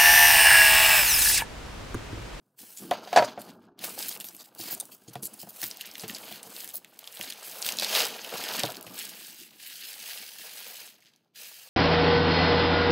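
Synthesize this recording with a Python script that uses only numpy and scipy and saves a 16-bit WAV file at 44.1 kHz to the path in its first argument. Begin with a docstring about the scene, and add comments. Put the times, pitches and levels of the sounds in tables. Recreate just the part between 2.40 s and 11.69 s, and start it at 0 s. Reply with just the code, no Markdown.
"""Hands rub and knock on a cardboard lid as they fold it back, then pull foam blocks out of the box and
unwrap bubble film, close to one microphone in a small, dry room. Sliding friction hisses, and foam
squeaks on cardboard by stick-slip. Creases in film and foam buckle in tiny grains and louder snaps.
Blows excite the modes of the walls and of the hollow; pushing the box makes it scrape and rumble."""
import sys
import numpy as np
from scipy import signal
from scipy.fft import rfft, irfft, next_fast_len
from scipy.io import wavfile
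from scipy.ndimage import uniform_filter1d

SR = 44100
rng = np.random.default_rng(int(sys.argv[2]) if len(sys.argv) > 2 else 0)


def to_wav(s):
    """Save 16-bit WAV."""
    ch = np.atleast_2d(s).T  # columns
    pcm = np.round(np.clip(ch, -1, 1) * 32767)  # PCM
    wavfile.write(sys.argv[1], SR, pcm.astype(np.int16))


N = 409688


def gain_of(db):
    """Amplitude ratio of a level in decibels."""
    return 10 ** (np.asarray(db) / 20)


def unit_rms(x):
    """Normalisation to a mean square of one."""
    return x / np.sqrt(np.mean(x ** 2) + 1e-20)


def add(mix, start_s, sound):
    """Superposition: a sound adds to the mix from its onset."""
    part = mix[round(start_s * SR):][:len(sound)]
    part += sound[:len(part)]


def follow(rows):
    """Linear interpolation of each column of a time table."""
    times, *columns = np.transpose(rows)
    return [np.interp(np.arange(N) / SR, times, column) for column in columns]


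def colour(x, spectrum):
    """Spectral shaping by (f/Hz, level/dB) points, at unit RMS."""
    size = next_fast_len(len(x))
    hz, db = np.transpose(spectrum)
    log_f = np.log(np.fft.rfftfreq(size, 1 / SR) + 1)
    curve_db = np.interp(log_f, np.log(hz), db, left=-90, right=-90)
    return unit_rms(irfft(rfft(x, size) * gain_of(curve_db), size)[:len(x)])


def bandpass(x, hz, ratio):
    """Band-pass filtering from hz / ratio to hz * ratio."""
    edges = np.clip([hz / ratio, hz * ratio], 300, SR * .45)
    return signal.sosfilt(signal.butter(2, edges, "band", fs=SR, output="sos"), x)


def hush():
    """Background noise: a faint, steady random signal, strongest in the bass."""
    # noise spectrum: f/Hz, relative level/dB
    spectrum = [(24, -55), (40, -16.5), (82, -26), (122, -1), (147, -0.5), (550, -14.5), (819, -20.5),
                (6000, -46), (7800, -69), (13200, -120)]
    return gain_of(-77) * colour(rng.standard_normal(N), spectrum)


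def friction(depth_db, span):
    """Sliding friction: uneven contact, smoothed over span samples, modulates noise."""
    noise, contact = rng.standard_normal((2, N))
    return noise * gain_of(depth_db * unit_rms(uniform_filter1d(contact, span)))


def shifting_folds(x, depth_db):
    """Spectral modulation: the colour drifts in patches as other folds take the strain."""
    spectra = signal.stft(x, nperseg=256)[2]
    patches = uniform_filter1d(rng.standard_normal(spectra.shape), 2, axis=0)
    patches = uniform_filter1d(patches, 16, axis=1)
    spectra *= gain_of(depth_db * unit_rms(patches))
    return unit_rms(signal.istft(spectra, nperseg=256)[1][:len(x)])


def burst(hz, ratio, t60):
    """A damped transient: exponentially decaying noise in a band around hz, peak 1."""
    t = np.arange(SR // 16) / SR
    out = bandpass(rng.standard_normal(len(t)) * gain_of(-60 * t / t60), hz, ratio)
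    return out / abs(out).max()


def creases(base_rate, spread_db, lo_hz, hi_hz, t60, bands):
    """Buckling as a clustered random process: many creases flip faintly, a few strongly."""
    activity = uniform_filter1d(rng.standard_normal(N // 64 + 1), 12)
    clumping = gain_of(7.2 * unit_rms(np.repeat(activity, 64)[:N]))
    out = np.zeros(N)
    for hz in np.geomspace(lo_hz, hi_hz, bands):
        strength = gain_of(spread_db * np.minimum(rng.exponential(1, N), 4.0))
        flips = rng.random(N) < clumping * base_rate / bands / SR
        out += signal.oaconvolve(strength * flips, burst(hz, 1.45, t60)[:1024])[:N]
    return unit_rms(out)


def handling():
    """Friction and buckling follow the hands' effort; being incoherent, they add in power."""
    # effort, one list per movement of lid, foam or film: t/s, crackle level/dB
    moves = [
        [(.16, -94), (.19, -57), (.36, -64), (.41, -55.5), (.5, -59.5), (.54, -44), (.61, -56)],
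        [(.69, -51), (.79, -43.5), (.89, -47), (.96, -62), (1.02, -60), (1.09, -56.5), (1.19, -78), (1.24, -70),
         (1.36, -100)],
        [(1.39, -54), (1.447, -44), (1.55, -52), (1.63, -42), (1.76, -50), (1.786, -73), (1.81, -47),
         (1.84, -64.5), (1.96, -63), (2.05, -69), (2.12, -75)],
        [(2.17, -60.5), (2.25, -49.5), (2.305, -44), (2.36, -58), (2.45, -66.5), (2.6, -72)],
        [(2.78, -63), (2.814, -71), (2.9, -61.5), (3.12, -65)],
        [(3.19, -52.5), (3.31, -51), (3.36, -57), (3.457, -44), (3.5, -54.5), (3.63, -48), (3.68, -53.5),
         (3.92, -47.5), (3.97, -46.5), (4.016, -60)],
        [(4.035, -54.5), (4.09, -56.5), (4.205, -47), (4.285, -54.5), (4.425, -68.5), (4.5, -66.5)],
        [(4.73, -56), (4.87, -46), (4.98, -53.5)],
        [(5.04, -49), (5.23, -47), (5.273, -34), (5.36, -46.5), (5.43, -37), (5.49, -36.5), (5.57, -25.5),
         (5.66, -35), (5.7, -41), (5.79, -47)],
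        [(6.05, -37), (6.09, -39.5), (6.2, -32.5), (6.22, -40), (6.26, -40), (6.33, -49), (6.4, -57),
         (6.535, -52.5)],
        [(6.59, -41), (6.74, -52), (6.86, -48.5), (6.97, -56), (7.017, -50), (7.11, -61.5), (7.164, -61)],
        [(7.23, -48), (7.44, -47), (7.49, -43.5), (7.55, -49), (7.7, -42.5), (7.95, -49.5), (8.057, -47),
         (8.15, -49), (8.19, -46), (8.4, -47), (8.5, -56), (8.57, -65.5), (8.685, -65), (8.93, -91.5)],
        [(8.96, -49), (8.995, -48.5), (9.14, -53), (9.25, -53), (9.29, -58)],
    ]
    # foam fizzes, film crackles: t/s, fizz re crackle/dB, share of power in grains (0-1)
    material = [(.2, 8.5, 0.17), (.36, 11.5, 0), (.5, 3, 0), (.56, -14, 0.4), (.7, -6, 0.5),
                (.96, -13, 0.6), (1.03, 0.5, 0.56), (1.2, -5.5, 0.8), (1.36, -13, .7), (1.45, 7, 0.26),
                (1.63, 3, .4), (1.95, 11.5, 0.8), (2.11, 3, 1), (2.3, 1, 0.2), (2.45, 11, 0.1),
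                (2.75, 1.5, 0.46), (3.15, 8.5, 0), (3.45, -2.5, 0.94), (3.9, 2, 0.6), (3.98, -3, 0.4),
                (4.09, 6, .4), (4.5, 2, 0.86), (4.8, 6.5, 0.8), (4.9, -3, 0.74), (5.1, 3.5, 0.4),
                (5.27, 2.5, 0.5), (5.4, -5, 0.13), (5.8, -3.5, 0.58), (6.2, -4.5, 0.69), (6.4, 0, 1),
                (6.7, 2, 0.37), (7.2, 0.5, 0.42), (8.3, 0.5, 0.38), (8.5, 0.5, 0.54), (8.6, -6.5, 0.9),
                (8.92, -7, .4), (9.0, 1.5, .2)]
    # crackle spectrum: f/Hz, relative level/dB
    crackle_spectrum = [(900, -41), (1300, -16), (1600, -7.5), (1950, -8.5), (2400, -6), (2900, -2.5),
                        (3500, -6), (4200, -4), (4800, -3), (5600, -11), (6500, -9.5), (8000, -31)]
    # fizz spectrum: f/Hz, relative level/dB
    fizz_spectrum = [(5000, -12), (6300, -11.5), (8000, -2.5), (11000, -2), (14000, -1.5), (16500, -0.5)]
    effort_db, = follow(np.concatenate(moves))
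    fizz_db, share = follow(material)
    grain_gain, rub_gain = np.sqrt([share, 1 - share])
    wide = creases(300, 4.0, 3000, 12000, t60=0.0059, bands=4)  # heard in both crackle and fizz
    low = creases(900, 2.7, 1500, 7000, t60=0.005, bands=8) + 0.87 * wide
    high = creases(600, 2.9, 12000, 15000, t60=0.0035, bands=6) + 1.6 * wide
    rub = shifting_folds(friction(depth_db=2.0, span=200), depth_db=2.0)
    crackle = grain_gain * colour(low, crackle_spectrum) + rub_gain * colour(rub, crackle_spectrum)
    fizz = grain_gain * colour(high, fizz_spectrum) + rub_gain * colour(rub, fizz_spectrum)
    return gain_of(effort_db) * crackle + gain_of(effort_db + fizz_db) * fizz


def pushed_box():
    """Forced vibration: friction drives the walls and the hollow of the box."""
    # strength of the pushing: t/s, scrape level/dB, rumble level/dB
    pushes = [(.16, -82.5, -84), (.21, -64, -58.5), (.36, -68, -82), (.41, -59, -48.5), (.5, -54.5, -44),
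              (.54, -40.5, -45.5), (.69, -57, -60), (.79, -32.5, -32.5), (.9, -50, -53.5),
              (1.1, -53.5, -49), (1.36, -72, -62), (1.447, -46.5, -50.5), (1.55, -57, -58),
              (1.63, -49.5, -54.5), (1.9, -60.5, -60), (2.11, -67, -69), (2.28, -52, -50.5),
              (2.6, -70, -66.5), (2.81, -59.5, -57.5), (3.12, -63, -62), (3.2, -58.5, -60.5),
              (3.6, -56, -63), (3.68, -52, -53), (3.93, -55, -58), (4.2, -54.5, -61.5), (4.45, -66.5, -65),
              (4.74, -57.5, -76), (4.87, -57.5, -59.5), (5.04, -56.5, -67), (5.27, -46, -59),
              (5.36, -50, -54), (5.57, -35, -51.5), (5.79, -50, -56.5), (5.95, -44.5, -52.5),
              (6.05, -41, -50.5), (6.2, -40, -47.5), (6.4, -52.5, -52), (6.59, -55.5, -53.5),
              (6.86, -64.5, -63), (7.16, -72, -66.5), (7.45, -64.5, -69), (7.7, -56.5, -67.5),
              (7.95, -63.5, -73), (8.06, -58.5, -65), (8.4, -58, -69), (8.57, -72.5, -73),
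              (8.93, -86.5, -83.5), (9.0, -60, -68), (9.14, -71, -78.5), (9.29, -62, -86)]
    # response of the walls: f/Hz, relative level/dB
    scrape_spectrum = [(330, -25), (430, -5), (580, -5), (720, -4.5), (900, -6), (1020, -9), (1300, -9.5),
                       (1650, -12.5), (2000, -44.5)]
    # response of the hollow: f/Hz, relative level/dB
    rumble_spectrum = [(25, 1), (55, -6), (90, -11), (120, -3.5), (155, -12), (200, 5), (270, -1.5),
                       (335, -0.5), (400, -3), (480, -25)]
    scrape_db, rumble_db = follow(pushes)
    scrape = colour(friction(depth_db=4.2, span=500), scrape_spectrum)
    rumble = colour(friction(depth_db=3.8, span=1100), rumble_spectrum)
    return gain_of(scrape_db) * scrape + gain_of(rumble_db) * rumble


def squeak(hz, size):
    """Irregular stick-slip: a fuzzy whistle on a wider band of hiss."""
    settle = 200  # samples for the filters to settle
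    noise = shifting_folds(rng.standard_normal(size + settle), depth_db=4.7)
    whistle = unit_rms(bandpass(noise, hz, 1.1)[settle:])
    hiss = unit_rms(bandpass(noise, hz, 1.7)[settle:])
    return unit_rms(0.47 * whistle + hiss)


def foam_slips():
    """Static friction gives way: a block catches on cardboard, squeaks and lets go."""
    # slips: t/s, nominal length/s, high squeak level/dB, high squeak f/Hz, low squeak level/dB
    slips = [(.363, .028, -45.5, 7350, -57), (0.84, 0.015, -64, 7000, -39.5),
             (.987, .031, -53.5, 9500, -56), (1.681, 0.011, -32, 13200, -41), (1.7, 0.017, -49, 15200, -43),
             (1.834, .05, -45, 12900, -53.5), (1.985, 0.037, -52, 13100, -51),
             (2.037, .02, -55.5, 15100, -57), (2.071, .012, -61, 15200, -71.5),
             (2.169, 0.098, -43, 15300, -46.5), (2.3, 0.04, -33.5, 14700, -51),
             (2.398, 0.011, -34, 9400, -73.5), (2.51, 0.037, -50, 14600, -55),
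             (2.676, 0.02, -53, 6950, -58.5), (2.73, 0.011, -49, 12800, -56),
             (2.819, 0.044, -37, 10700, -54), (2.934, 0.0091, -45, 10900, -61),
             (2.985, 0.042, -44, 15400, -48.5), (3.087, 0.017, -45, 13900, -57),
             (3.204, 0.05, -39, 15300, -53), (3.273, 0.013, -40, 15000, -59.5),
             (3.406, .013, -45, 13400, -50), (3.592, 0.031, -46, 10600, -55),
             (3.679, 0.018, -45, 13800, -48), (3.7, 0.012, -45, 14000, -50), (3.746, 0.022, -48, 6700, -43),
             (4.331, .04, -35.5, 15600, -55), (4.589, 0.0043, -54, 13200, -44.5),
             (4.804, 0.013, -55, 10300, -51), (4.823, 0.0093, -39.5, 10300, -52),
             (4.899, 0.0078, -37, 10300, -38), (5.047, 0.013, -47, 12400, -57)]
    low_hz = 4710
    out = np.zeros(N)
    for start, length, high_db, high_hz, low_db in slips:
        size = round(length * SR * 1.4)
        roughness = unit_rms(uniform_filter1d(rng.standard_normal(size), 60))
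        grip = signal.windows.tukey(size, .45) * gain_of(3.9 * roughness)
        squeaks = gain_of(low_db) * squeak(low_hz, size) + gain_of(high_db) * squeak(high_hz, size)
        add(out, start, grip * squeaks)
    return out


def ring(modes, tilt_db_per_octave, spread_db, detune, rise_s):
    """Modal decay: each blow lands elsewhere, so the damped sines are weighted and shifted anew."""
    t = np.arange(SR // 4) / SR
    out = np.zeros(len(t))
    for hz, db, t60 in modes:
        weight, shift = rng.standard_normal(2)
        level_db = db + spread_db * weight - tilt_db_per_octave * np.log2(hz / modes[0][0])
        out += gain_of(level_db - 60 * t / t60) * np.sin(2 * np.pi * hz * (1 + detune * shift) * t)
    out *= 1 - np.exp(-t / rise_s)
    return out / abs(out).max()


def knocks():
    """Impact excitation: walls and hollow ring freely under a dull thud and a papery edge."""
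    # blows on the box: t/s, level/dB, relative boom level/dB, relative edge level/dB
    blows = [(0.414, -56, 13, -8), (0.445, -60, 19, -3), (0.513, -13, -30, -42), (0.674, -34, -21, -8),
             (0.729, -18, -19, -12), (0.761, -5, -33, -9), (0.773, -1, -43, -13), (0.786, -7, -26.5, -19),
             (0.809, -25, -17, -15), (0.823, -12, -47, -18), (0.976, -27, -16, -30),
             (1.439, -33.5, -34.5, 8.5), (1.577, -35, -21, -22.5), (2.195, -41.5, 3, -10.5),
             (2.327, -39.5, -1, 8), (2.426, -41, -17.5, -16.5), (2.679, -51, 12, -1), (2.756, -27, -8, -17),
             (2.826, -51, 10.5, -10), (3.032, -41, 0, -20), (3.072, -40, -8, -16), (3.229, -37, -4, 11.5),
             (3.635, -35.5, 3, 2), (3.915, -37, -8, 3), (4.066, -47, 0.5, -24), (4.796, -36, -5.5, -6),
             (5.257, -38, -8, 12), (5.423, -31, -32, 7), (6.236, -19, -5.5, -18), (6.467, -38, -4.5, 1)]
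    # modes of the cardboard walls: f/Hz, level/dB, t60/s
    wall_modes = [(547, -14.5, 0.055), (581, -5.5, 0.091), (629, -9, 0.15), (712.6, 5, 0.061),
                  (761, 2, 0.025), (787, -18, 0.14), (923, -14, 0.087), (951, -13.5, 0.18),
                  (1037, -19.5, .07), (1227, -22, 0.03), (1313, -26, 0.025), (1690, -9.5, .055),
                  (1994, -18.5, 0.039), (2490, -18.5, .035), (3400, -22, 0.022), (4550, -15.5, 0.054)]
    # modes of the hollow box on the desk: f/Hz, level/dB, t60/s
    hollow_modes = [(121.4, -7, 0.18), (158, -5, 0.12), (194, 1.5, 0.06), (332, -2.5, 0.088),
                    (454, -6, 0.099)]
    lid_open_s, damping_db_per_s = 1.2, 499.5  # once the lid lies open, a hand damps the walls
    t = np.arange(SR // 4) / SR
    out = np.zeros(N)
    for start, db, boom_db, edge_db in blows:
        held = gain_of(-damping_db_per_s * (start > lid_open_s) * t)
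        tilt = -.2 * db  # weak blows are duller
        walls = held * ring(wall_modes, tilt, spread_db=3.9, detune=0.006, rise_s=0.0014)
        boom = gain_of(boom_db) * ring(hollow_modes, 0, spread_db=3.5, detune=0.04, rise_s=0.0025)
        thud = gain_of(-10) * held[:SR // 16] * burst(890, 2.1, t60=0.1)
        edge = gain_of(edge_db) * burst(2500, 2.2, t60=0.09)
        add(out, start, gain_of(db) * (walls + boom))
        add(out, start, gain_of(db) * (thud + edge))
    return out


def snaps():
    """Snap-through of film and foam: a narrow-band ping, a broadband tick and a faint after-rustle."""
    # single snaps: t/s, level/dB, centre f/Hz
    events = [(0.5109, -14, 3000), (0.7292, -20, 2380), (0.8465, -28, 5060), (1.0175, -26, 13800),
              (1.3914, -29, 3600), (1.4445, -15, 11800), (1.5899, -14, 11700), (1.6262, -16.5, 4370),
              (1.7254, -23, 4580), (1.764, -27, 2890), (1.774, -22, 15100), (1.8016, -20, 10700),
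              (1.8079, -24.5, 3180), (1.844, -21, 14200), (1.8862, -27, 4960), (1.949, -29, 14000),
              (1.9658, -26.5, 9950), (2.0073, -34, 4560), (2.15, -31, 14900), (2.2024, -24, 11800),
              (2.2116, -23, 4400), (2.3491, -21, 7750), (2.378, -30, 5990), (2.4045, -28, 9300),
              (2.454, -27.5, 9430), (2.7366, -32, 13200), (2.7544, -25, 3390), (2.8324, -20, 10400),
              (3.2167, -16.5, 14800), (3.2324, -14.5, 14600), (3.24, -10, 15300), (3.267, -17, 15100),
              (3.312, -19, 4930), (3.3712, -25.5, 14100), (3.4104, -18, 3350), (3.455, -33, 4750),
              (3.472, -31, 2720), (3.5135, -29, 4840), (3.554, -22, 2880), (3.581, -23, 12300),
              (3.596, -22.5, 4960), (3.6803, -20, 13700), (3.6965, -19, 2350), (3.7064, -22, 13500),
              (3.748, -19, 4950), (3.9245, -25.5, 3010), (4.0307, -23, 9370), (4.1646, -23, 4120),
              (4.2053, -19, 14400), (4.245, -19, 13600), (4.2767, -23, 14200), (4.2898, -23, 10100),
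              (4.4464, -28, 2700), (4.591, -22, 12900), (4.642, -30.5, 3630), (4.6748, -21, 3750),
              (4.7257, -30, 12800), (4.7711, -24.5, 3450), (4.793, -27, 13500), (4.8116, -14, 2620),
              (4.8364, -23, 3820), (4.8755, -27, 4030), (4.9008, -27, 10200), (4.9232, -23.5, 3330),
              (5.219, -14.5, 7670), (5.2254, -14.5, 5130), (5.2465, -18, 3850), (5.264, -10, 3870),
              (5.2893, -8, 2800), (5.322, -15, 5870), (5.3706, -21.5, 6690), (5.3867, -8.5, 4320),
              (5.3978, -9.5, 4380), (5.4107, -16.5, 4340), (5.4221, -16, 3940), (5.4326, -10.5, 3710),
              (5.446, -10.5, 3860), (5.551, -5.5, 3800), (5.604, -9.5, 3290), (5.6234, -18, 3680),
              (5.8465, -20.5, 3100), (5.9388, -23, 3010), (5.9808, -22, 14000), (6.039, -20, 2690),
              (6.2347, -8, 3740), (6.2522, -18, 4650), (6.2618, -20, 3010), (6.3032, -24, 3830),
              (6.3687, -24, 4740), (6.4104, -27.5, 13600), (6.4273, -27, 10800), (6.4658, -28.5, 2790),
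              (6.6936, -25, 11000), (7.002, -41, 2630), (8.6239, -43, 2300), (8.761, -44.5, 5400)]
    out = np.zeros(N)
    for start, db, hz in events:
        ping = 0.48 * burst(hz, 1.22, t60=0.011)
        tick = 0.5 * burst(6100, 2.4, t60=0.0052)
        rustle = 0.1 * burst(hz, 1.5, t60=0.068)
        add(out, start, gain_of(db) * (ping + tick + rustle))
    return out


def room(x):
    """Reverberation: reflections from desk and room walls form a short, dull tail."""
    t60, delay_s = 0.13, 0.004
    t = np.arange(SR // 3) / SR
    dull_noise = signal.lfilter([1], [1, -.6], rng.standard_normal(len(t)))
    tail = dull_noise * gain_of(-60 * t / t60) * (t > delay_s)
    return signal.oaconvolve(x, tail / np.linalg.norm(tail))[:N]


def scene():
    """Superposition at one microphone, the same in both channels."""
    near = handling() + pushed_box() + snaps() + foam_slips()
    mono = near + gain_of(-15.5) * room(near) + knocks() + hush()
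    return np.array([mono, mono])


def record(dry):
    """Band limiting: the microphone loses the deep bass, and a steep low-pass cuts the top treble."""
    low_hz, high_hz = 110, 15760
    thin = signal.sosfilt(signal.butter(3, low_hz, "high", fs=SR, output="sos"), dry)
    lowpass = signal.firwin(1201, high_hz, window=("kaiser", 7), fs=SR)
    return signal.oaconvolve(thin, lowpass[None], "same")


dry = scene()
out = record(dry)
to_wav(out)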